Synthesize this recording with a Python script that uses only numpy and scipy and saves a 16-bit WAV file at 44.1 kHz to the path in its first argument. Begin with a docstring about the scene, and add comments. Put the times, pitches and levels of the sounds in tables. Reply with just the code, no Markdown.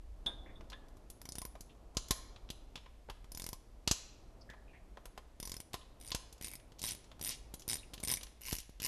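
"""A hand ratchet backs bolts out of an engine block in a workshop, over ventilation rumble (shaped noise).
Knocks and socket clinks come first: short forces ringing decaying modes; short rubs of gritty noise recur.
From 1.2 s come three runs of pawl clicks on the back swing, about two seconds apart, with hard knocks between.
From 6 s the clicks crowd into faster bursts, repeated until the end.
Clicks and knocks also send a bass pressure thump; decaying noise adds the room tail and the block's hum."""
import sys
import numpy as np
from scipy import signal
from scipy.fft import rfft, irfft
from scipy.io import wavfile
from scipy.ndimage import uniform_filter1d

SR = 44100
rng = np.random.default_rng(int(sys.argv[2]) if len(sys.argv) > 2 else 0)


def dump_mix(stems):
    """Bounce the given channels to the path in sys.argv[1] as a 16-bit WAV at rate SR."""
    frames = np.atleast_2d(stems).T  # one column per channel
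    limited = np.clip(frames, -1, 1)  # hard clip at full scale
    pcm = np.round(limited * 32767).astype(np.int16)
    wavfile.write(sys.argv[1], SR, pcm)


N = 391166

# Spectrum of ventilation and microphone hiss: frequency_hz, relative density_db [dB per Hz]
AIR_SPECTRUM = [(12, -10), (20, 0), (55, 4), (72, -12), (103, -12), (150, -19.5), (281, -18), (412, -22),
                (655, -22.5), (1530, -35.5), (11200, -46.5), (12100, -42.5), (13500, -101)]
# Chance wavering of the rumble and airflow noise: time_s, rumble_db [rms], airflow_db [rms]
AIR_WAVERING = [(0.0, -48.5, -68), (0.49, -51, -58), (0.81, -54, -61.5), (1.33, -58, -65),
                (2.15, -53.5, -62), (2.49, -53.5, -62), (2.94, -54.5, -68), (3.98, -56, -65),
                (4.42, -57.5, -62), (5.34, -56, -67), (6.0, -56.5, -64), (6.55, -60.5, -64.5),
                (7.36, -56, -62.5), (8.15, -57, -62), (8.6, -56, -72.5), (8.87, -56, -69.5)]
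# Workshop reverberation by band: low_hz, high_hz, relative level_db, t60_s
ROOM_BANDS = [(314, 5000, -25, 0.65), (1250, 2600, -29, 1), (3000, 5950, -29, 0.55),
              (6000, 8200, -21, 0.42), (9700, 11100, -15, 0.37)]
# Engine block humming on after a knock, clusters of close modes: low_hz, high_hz, relative level_db, t60_s
BLOCK_BANDS = [(930, 1180, -26, .5), (1600, 1900, -24.5, .6), (3300, 4600, -23, 0.75),
               (4750, 6200, -20.5, 0.65)]
# Steel sliding briefly over steel: start_s, fade_s, centre_hz, width_hz, level_db [rms before the envelope]
RUBS = [(0.26, 0.052, 624, 850, -48.5), (0.459, 0.053, 1980, 610, -61), (0.726, 0.043, 1720, 200, -58.5),
        (1.693, 0.028, 2950, 1200, -65.5), (4.408, 0.021, 4950, 900, -60.5),
        (4.49, 0.041, 1790, 397, -53.5), (4.677, 0.046, 2530, 415, -67.5), (4.733, 0.052, 2120, 694, -61.5),
        (5.811, 0.017, 3230, 504, -61.5), (6.419, 0.11, 2330, 607, -59.5), (6.458, 0.03, 5240, 500, -67),
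        (6.784, 0.033, 4500, 3000, -61), (6.876, 0.037, 4470, 4000, -42.5), (7.309, 0.037, 4560, 4400, -44),
        (7.783, 0.019, 3900, 600, -53), (7.83, 0.014, 2620, 600, -57.5), (8.586, 0.027, 4960, 4960, -52)]
# Loose socket clinking on its extension bar: start_s, relative level_db
CLINKS = [(0.2639, -37.5), (0.5559, -66.5), (0.7294, -60.5)]
# Modes of the socket: frequency_hz, relative level_db, t60_s
SOCKET_MODES = [(1600, -18, 0.4), (3455, 14, 0.091), (3650, 10.5, 0.11), (3600, -31, 0.32),
                (3330, -18, 0.32), (8770, -16.5, 0.15), (10240, -15, 0.12)]
# Socket and handle meeting bolt and casting:
# start_s, level_db, centre_hz, bass_lean_db, treble_lean_db, thump_db
KNOCKS = [(0.261, -39, 3300, -16, -14.5, -38.5), (0.608, -51.5, 1900, 3, -21, -46),
          (0.642, -65, 3300, -15, -14, -60), (0.7, -47, 4670, -14, -8.5, -61),
          (0.719, -47.5, 1900, -4, -19, -66), (0.728, -40, 3000, -12, -40, -61),
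          (0.884, -65, 3600, -2, -1, -67), (0.969, -69, 2000, 10, 7, -48),
          (1.1004, -49, 6400, -20, 6.5, -51), (1.553, -53, 1900, 9, -12, -51),
          (1.6075, -45.5, 6500, -27, -1, -44), (1.948, -67, 3300, 10, 4, -64),
          (1.9691, -24, 6040, -17, -15, -26), (2.084, -46.5, 6400, -17, -4, -72),
          (2.1077, -24, 4450, -8.5, -0.5, -23), (2.361, -47, 3750, -11.5, -33, -53),
          (2.489, -44, 3000, -30.5, -30, -60), (2.502, -35.5, 3300, -33, -8.5, -34),
          (2.756, -36, 3300, -16, -18, -40.5), (2.775, -42.5, 3100, -13, -32, -48),
          (2.8603, -50, 1880, -3.5, -34, -59), (3.0869, -61.5, 1890, 20, -24, -50),
          (3.0982, -41, 3100, -0.5, -9.5, -42), (3.243, -56, 2500, 0, -10, -49),
          (3.8754, -20, 4700, -16.5, -13.5, -25.5), (3.912, -19.5, 6000, -16, -10.5, -21.5),
          (4.5, -46.5, 3100, -9, -18, -47), (4.535, -54.5, 1900, 2.5, -31.5, -62),
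          (4.9715, -45.5, 1930, 1, -26, -60), (5.0549, -50.5, 6350, 3, 3.5, -49),
          (5.1763, -41.5, 1900, 0.5, -15, -49), (5.732, -42, 2300, -11, -4, -55),
          (5.741, -37.5, 4600, 2.5, -5.5, -35.5), (6.1171, -26, 4840, -20.5, -23, -40),
          (6.1473, -28, 5330, -14.5, -8, -28.5), (6.326, -49.5, 6400, -22, -0.5, -50),
          (6.38, -59, 6400, -11, -9, -73), (6.598, -54, 2000, -13, -15, -72),
          (6.7193, -55, 3300, -12, -13, -51), (6.792, -46.5, 5500, -21, -2, -54),
          (7.042, -56.5, 6340, -10, -19, -66), (7.115, -51, 3300, -4, -19, -83),
          (7.1938, -55, 6460, 1, -3, -69), (7.5394, -45, 4700, -12, 4.5, -37),
          (7.595, -48.5, 6400, -26, -1.5, -64), (7.605, -56, 6400, -21, -2, -62),
          (7.62, -47.5, 5500, -19, -12, -66), (7.797, -65, 4300, -13, -5, -64),
          (7.935, -42.5, 3300, -17, -7, -42), (7.939, -43.5, 3000, -12, -3.5, -62),
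          (7.978, -45, 3300, -16, -15, -45), (8.0006, -49, 4700, -8, 2, -43.5),
          (8.0303, -46, 5000, -7, 3, -41.5), (8.21, -43.5, 4000, -13, -17, -68),
          (8.231, -43, 3300, -14, 0, -58), (8.267, -52, 3600, -5.5, -8, -69),
          (8.5277, -35, 3300, -13, 3, -25.5), (8.63, -56, 3600, -11, -6, -68),
          (8.694, -57.5, 6400, -25.5, -4, -42), (8.8, -38, 3600, -20, -9, -41.5)]
# Bands of a knock: low_hz, high_hz
KNOCK_BANDS = [(4000, 5500), (400, 950), (950, 1300), (1300, 2700), (2700, 4000), (5500, 7500),
               (7500, 10000), (10000, 13500)]
# Colour shared by all knocks: relative level_db in each knock band
KNOCK_COLOUR_DB = [-0.29, 1.4, -3.3, -1.8, -0.29, 1.3, -2, 1.8]
# Modes of the casting: frequency_hz, relative level_db, t60_s
CASTING_MODES = [(1058, 4, .07), (1750, -8, .03), (2880, -13, .015), (3540, -5, .025), (4240, -5, .018),
                 (4960, -4, .022), (5700, -10, .012), (6350, -9, .01), (7150, -11, .012), (7950, -11, .012),
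                 (10700, -12, .012)]
# Pawl dropping over a gear tooth: start_s, level_db
CLICKS = [(1.2153, -36), (1.254, -35), (1.2892, -30), (1.3207, -29), (1.3538, -31.5), (1.3832, -26.5),
          (1.4167, -30.5), (1.4513, -31), (3.3184, -34), (3.3479, -31.5), (3.3733, -28.5), (3.3972, -30.5),
          (3.4196, -29), (3.441, -31), (3.464, -27), (3.489, -28.5), (3.5303, -29), (5.4005, -30),
          (5.4278, -29), (5.4528, -30.5), (5.4738, -29), (5.4953, -32.5), (5.5176, -28.5), (5.5407, -32.5),
          (5.566, -31.5), (5.6019, -31.5), (5.9998, -47), (6.0112, -39.5), (6.0245, -43), (6.0352, -44),
          (6.0472, -38), (6.058, -40), (6.0654, -39), (6.0756, -35), (6.0845, -37), (6.0936, -40),
          (6.1042, -31), (6.4116, -33), (6.4237, -31), (6.4335, -34), (6.4442, -27), (6.4524, -31),
          (6.4616, -33), (6.4698, -33), (6.4817, -30.5), (6.4924, -43), (6.5038, -42), (6.514, -34),
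          (6.526, -43), (6.535, -32), (6.5535, -32.5), (6.8166, -28), (6.8281, -26), (6.8387, -19.5),
          (6.8466, -25), (6.8552, -25), (6.8645, -25), (6.872, -27), (6.8813, -32), (6.8882, -25),
          (6.9002, -34), (6.9076, -24.5), (6.9186, -26), (6.9316, -34), (6.949, -33.5), (7.2122, -29),
          (7.2253, -28.5), (7.238, -28), (7.2472, -24), (7.2575, -26.5), (7.2657, -25), (7.274, -25),
          (7.2844, -29), (7.2909, -22.5), (7.299, -28), (7.3063, -28), (7.3225, -39), (7.3476, -41),
          (7.3722, -49), (7.6787, -25.5), (7.6876, -23.5), (7.6965, -19.5), (7.705, -22.5), (7.7131, -22),
          (7.723, -25), (7.7307, -19), (7.7409, -24), (7.7546, -26.5), (7.7682, -31), (8.0351, -22.5),
          (8.0489, -23), (8.074, -24.5), (8.0816, -21.5), (8.091, -22), (8.0995, -20.5), (8.1063, -24),
          (8.1142, -17), (8.1222, -17.5), (8.1291, -26), (8.1378, -18), (8.1478, -30), (8.1584, -30),
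          (8.171, -26), (8.4093, -45.5), (8.4155, -38.5), (8.4257, -45), (8.4338, -38.5), (8.444, -39),
          (8.4528, -33.5), (8.461, -34.5), (8.4682, -32.5), (8.4747, -32), (8.4831, -28.5), (8.4914, -31),
          (8.5001, -31), (8.5096, -28.5), (8.521, -28), (8.53, -36), (8.5323, -38), (8.5408, -31),
          (8.5517, -29), (8.5647, -30.5), (8.5846, -29), (8.6022, -35), (8.819, -29), (8.8292, -27),
          (8.8387, -26), (8.847, -21.5), (8.8538, -24.5), (8.8614, -24.5)]
# Bands of a click: low_hz, high_hz
CLICK_BANDS = [(4500, 8500), (2000, 4500), (8500, 10500), (10500, 13500), (500, 2000)]
# Colour of a click, one row per stretch of clicks: relative level_db in each click band
CLICK_COLOUR_DB = [(-6, -15.5, -10.5, -8, -16.5), (-9.5, -13, -8, -9.5, -25), (-6, -10, -11, -6, -24)]
# Modes of the ratchet head: frequency_hz, relative level_db, t60_s
HEAD_MODES = [(1060, -6, .03), (2250, -10, .01), (5250, -6, .014), (6000, -6, .014), (7000, -10, .01),
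              (12450, -7, .01)]
# Two modes that differ between three stretches of clicks (slow, fast, last): start_s, handle mode, pawl mode;
# each mode is (frequency_hz, relative level_db, t60_s)
STRETCHES = [(0, (3670, -8, .012), (9730, 2, .02)), (5.9, (3890, -4, .01), (9460, 4, .011)),
             (8.3, (2950, 1, .01), (9500, 0, .011))]
# Thump of a click relative to the click, one value per stretch of clicks: level_db
CLICK_THUMP_DB = [-18.5, -19, -20.5]


def amp(db):
    """Decibel law: the amplitude gain of a level in dB."""
    return 10 ** (np.asarray(db) / 20)


def band(x, low_hz, high_hz):
    """Band limitation by a Butterworth filter."""
    return signal.sosfilt(signal.butter(2, [low_hz, high_hz], "bandpass", fs=SR, output="sos"), x)


def place(times, gains, shapes):
    """Superposition: one short shape per event is added to the time line."""
    out = np.zeros(N + shapes.shape[1])
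    for start_s, gain, shape in zip(times, gains, shapes):
        i = int(start_s * SR)
        out[i:i + len(shape)] += gain * shape
    return out[:N]


def air():
    """Turbulence noise: low rumble and airflow, each wavering by chance, over a steady hiss."""
    hz = np.maximum(np.arange(N // 2 + 1) * SR / N, 1)
    spectrum_hz, spectrum_db = np.transpose(AIR_SPECTRUM)
    tone = amp(np.interp(np.log(hz), np.log(spectrum_hz), spectrum_db))
    time_s, rumble_db, airflow_db = np.transpose(AIR_WAVERING)
    t = np.arange(N) / SR
    layers = [(hz < 90, np.interp(t, time_s, rumble_db)),
              ((hz >= 90) & (hz < 1500), np.interp(t, time_s, airflow_db)),
              (hz >= 1500, -76.5)]  # hiss, dB rms
    out = np.zeros(N)
    for part, level_db in layers:
        noise = irfft(rfft(rng.standard_normal(N)) * tone * part, N)
        out += amp(level_db) * noise / noise.std()
    return out


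def reverberate(x, bands):
    """Exponential decay of dense echoes or close modes, each band at its own pace."""
    t = np.arange(int(0.8 * SR)) / SR
    build = np.clip((t - 0.003) / 0.0062, 0, 1)
    tail = np.zeros(len(t))
    for low_hz, high_hz, level_db, t60_s in bands:
        decay = amp(level_db - 60 * t / t60_s)
        tail += decay * band(rng.standard_normal(len(t)), low_hz, high_hz)
    return signal.fftconvolve(x, build * tail / 10)[:N]


def rubs():
    """Stick-slip friction: gritty grains in a broad resonance, quick to start and fading."""
    size = SR // 5
    out = np.zeros(N + SR)
    # unevenness in dB, smoothed over 60 samples and restored to its original spread
    gusts = uniform_filter1d(rng.standard_normal(N + SR), size=60) * np.sqrt(60)
    grit = rng.standard_normal(N + SR) * amp(1.9 * gusts)
    for start_s, fade_s, centre_hz, width_hz, level_db in RUBS:
        i = int(start_s * SR)
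        age = np.arange(size) / SR / fade_s
        scrape = band(grit[i:i + size], max(centre_hz - width_hz / 2, 100), centre_hz + width_hz / 2)
        envelope = (1 - np.exp(-age / 0.036)) * np.exp(-age ** 2)
        out[i:i + size] += amp(level_db) * scrape / scrape.std() * envelope
    return out[:N]


def ring(force, hz, t60_s):
    """Damped resonance: one complex pole turns a force into a decaying sine."""
    pole = np.exp(2j * np.pi * hz / SR - np.log(1000) / (t60_s * SR))
    return signal.lfilter([1], [1, -pole], force + 1e-18).imag / 12


def clinks():
    """Beating of close modes: a tap on the thin socket wall rings them, building over a few ms."""
    start_s, level_db = np.transpose(CLINKS)
    tap = place(start_s, amp(level_db), np.ones((len(start_s), 1)))
    dip = np.tile(np.exp(-np.arange(400) / 60), (len(start_s), 1))
    dips = uniform_filter1d(place(start_s, np.ones(len(start_s)), dip), size=3)
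    build = np.clip(1 - dips, 0, 1)
    return 9 * build * sum(amp(db) * ring(tap, hz, t60_s) for hz, db, t60_s in SOCKET_MODES)


def contact_forces(count, rise_s, fall_s, rattle_db, rattle_s):
    """Impact force: a quick crack with an even spectrum, and a separate rattle of settling parts."""
    t = np.arange(2400) / SR
    rise = (t / rise_s) ** 2 / (1 + (t / rise_s) ** 2)
    noise = rise * rng.standard_normal((count, len(t)))
    spectrum = rfft(noise * np.exp(-t / fall_s))
    mean = np.sqrt(np.mean(np.abs(spectrum) ** 2, axis=1, keepdims=True))
    even = irfft(spectrum * mean / np.abs(spectrum), len(t))  # phases stay, magnitudes become flat
    crack = even * rise * np.exp(-t / (4 * fall_s))
    rattle = noise * amp(rattle_db) * np.exp(-t / rattle_s)
    return np.array([crack, rattle])


def ring_each(force, hz, level_db, t60_s):
    """Modal participation: every blow excites the mode by a share that varies around its usual one."""
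    tone = ring(force, hz, t60_s)
    scatter_db = 6 * rng.standard_normal((force.shape[1], 1))
    share = amp(level_db - 8 + scatter_db)
    return share * tone / np.abs(tone.sum(axis=0)).max(axis=1, keepdims=True)


def strike(times, band_db, bands, modes, crack_db, mode_db_per_db, **contact):
    """Modal excitation: each band holds contact noise and modes, at a set peak; rows: crack, rattle."""
    out = np.zeros((2, N))
    strongest_db = band_db.max(axis=1, keepdims=True)
    # light blows excite the modes a little less
    reach = amp(mode_db_per_db * (strongest_db - strongest_db.max()))
    for k, (low_hz, high_hz) in enumerate(bands):
        force = contact_forces(len(times), **contact)
        inside = [mode for mode in modes if low_hz <= mode[0] < high_hz]
        body = reach * sum(ring_each(force, *mode) for mode in inside)
        noise = amp(crack_db) * np.sqrt(SR / 8 / (high_hz - low_hz)) * force
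        blows = band(noise + body, low_hz, high_hz)
        gain = amp(band_db[:, k]) / np.abs(blows.sum(axis=0)).max(axis=1)
        out += np.array([place(times, gain, part) for part in blows])
    return out


def thumps(times, level_db, push_s):
    """Pressure pulse: a brief suction at the microphone swings back through its bass resonance."""
    t = np.arange(600) / SR
    suction = -t / push_s * np.exp(1 - t / push_s)
    w, damping = 2 * np.pi * 42, np.log(1000) / 0.1  # 42 Hz resonance, T60 0.1 s
    bass = signal.bilinear([1, 0, 0], [1, 2 * damping, w ** 2 + damping ** 2], SR)
    pulses = place(times, amp(level_db), np.tile(suction, (len(times), 1)))
    return signal.lfilter(*bass, pulses + 1e-18)


def knocks():
    """Forced vibration of the casting: band levels lean from each knock's centre to bass and treble."""
    start_s, level_db, centre_hz, bass_db, treble_db, thump_db = np.transpose(KNOCKS)
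    log_mids = np.log(np.prod(KNOCK_BANDS, axis=1)) / 2
    # the full bass lean is reached at 800 Hz, the full treble lean at 10 kHz
    lean_db = np.array([np.interp(log_mids, np.log([800, centre, 10000]), [bass, 0, treble])
                        for bass, centre, treble in zip(bass_db, centre_hz, treble_db)])
    band_db = level_db[:, None] + lean_db + KNOCK_COLOUR_DB
    body = strike(start_s, band_db, KNOCK_BANDS, CASTING_MODES, crack_db=4.5, mode_db_per_db=0.08,
                  rise_s=0.00019, fall_s=0.0026, rattle_db=-2.5, rattle_s=0.0093)
    return body, thumps(start_s, thump_db, push_s=0.00059)


def ratchet():
    """Impact of pawl on tooth: clicks ring head, handle and pawl, and each tooth's colour differs."""
    start_s, level_db = np.transpose(CLICKS)
    stretch = np.searchsorted([row[0] for row in STRETCHES], start_s, side="right") - 1
    usual_db = level_db[:, None] + np.array(CLICK_COLOUR_DB)[stretch]
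    band_db = usual_db + 3 * rng.standard_normal(usual_db.shape)
    # colour changes from tooth to tooth, while the summed band power stays
    usual_power = np.sum(amp(usual_db) ** 2, axis=1)
    power = np.sum(amp(band_db) ** 2, axis=1)
    band_db += 10 * np.log10(usual_power / power)[:, None]

    clicks = np.zeros((2, N))
    for k, (_, handle_mode, pawl_mode) in enumerate(STRETCHES):
        inside = stretch == k
        modes = HEAD_MODES + [handle_mode, pawl_mode]
        clicks += strike(start_s[inside], band_db[inside], CLICK_BANDS, modes,
                         crack_db=10.5, mode_db_per_db=0.046,
                         rise_s=0.00049, fall_s=0.00096, rattle_db=-23, rattle_s=0.0099)

    # a longer wait before a click gives a stronger thump: 6.5 dB per doubling
    usual_gap_s, longest_gap_s = 0.011, 0.03
    gap_s = np.clip(np.diff(start_s, prepend=0), 1 / SR, longest_gap_s)
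    wait_db = 6.5 * np.log2(gap_s / usual_gap_s)
    scatter_db = 2.5 * rng.standard_normal(len(start_s))
    thump_db = level_db + np.array(CLICK_THUMP_DB)[stretch] + wait_db + scatter_db
    return clicks, thumps(start_s, thump_db, push_s=0.00053)


def scene():
    """Direct and reverberant sound: rattles, thumps and air stay dry, all else also feeds the room."""
    rub, clink = rubs(), clinks()
    knock, knock_thump = knocks()
    click, click_thump = ratchet()
    # row 0 is the crack with its ringing, row 1 the rattle with its own
    room_send = click[0] + amp(8.5) * knock[0] + amp(-4.5) * clink + rub
    echo = reverberate(room_send, ROOM_BANDS)
    block_hum = reverberate(knock[0], BLOCK_BANDS)
    direct = rub + clink + knock.sum(axis=0) + click.sum(axis=0)
    return (air() + echo + block_hum + direct + knock_thump + click_thump)[None]


def record(dry):
    """Band limitation of the recorder: a steep elliptic low-pass at 12.8 kHz."""
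    return signal.sosfilt(signal.ellip(8, 0.5, 40, 12800, fs=SR, output="sos"), dry)


dry = scene()
out = record(dry)
dump_mix(out)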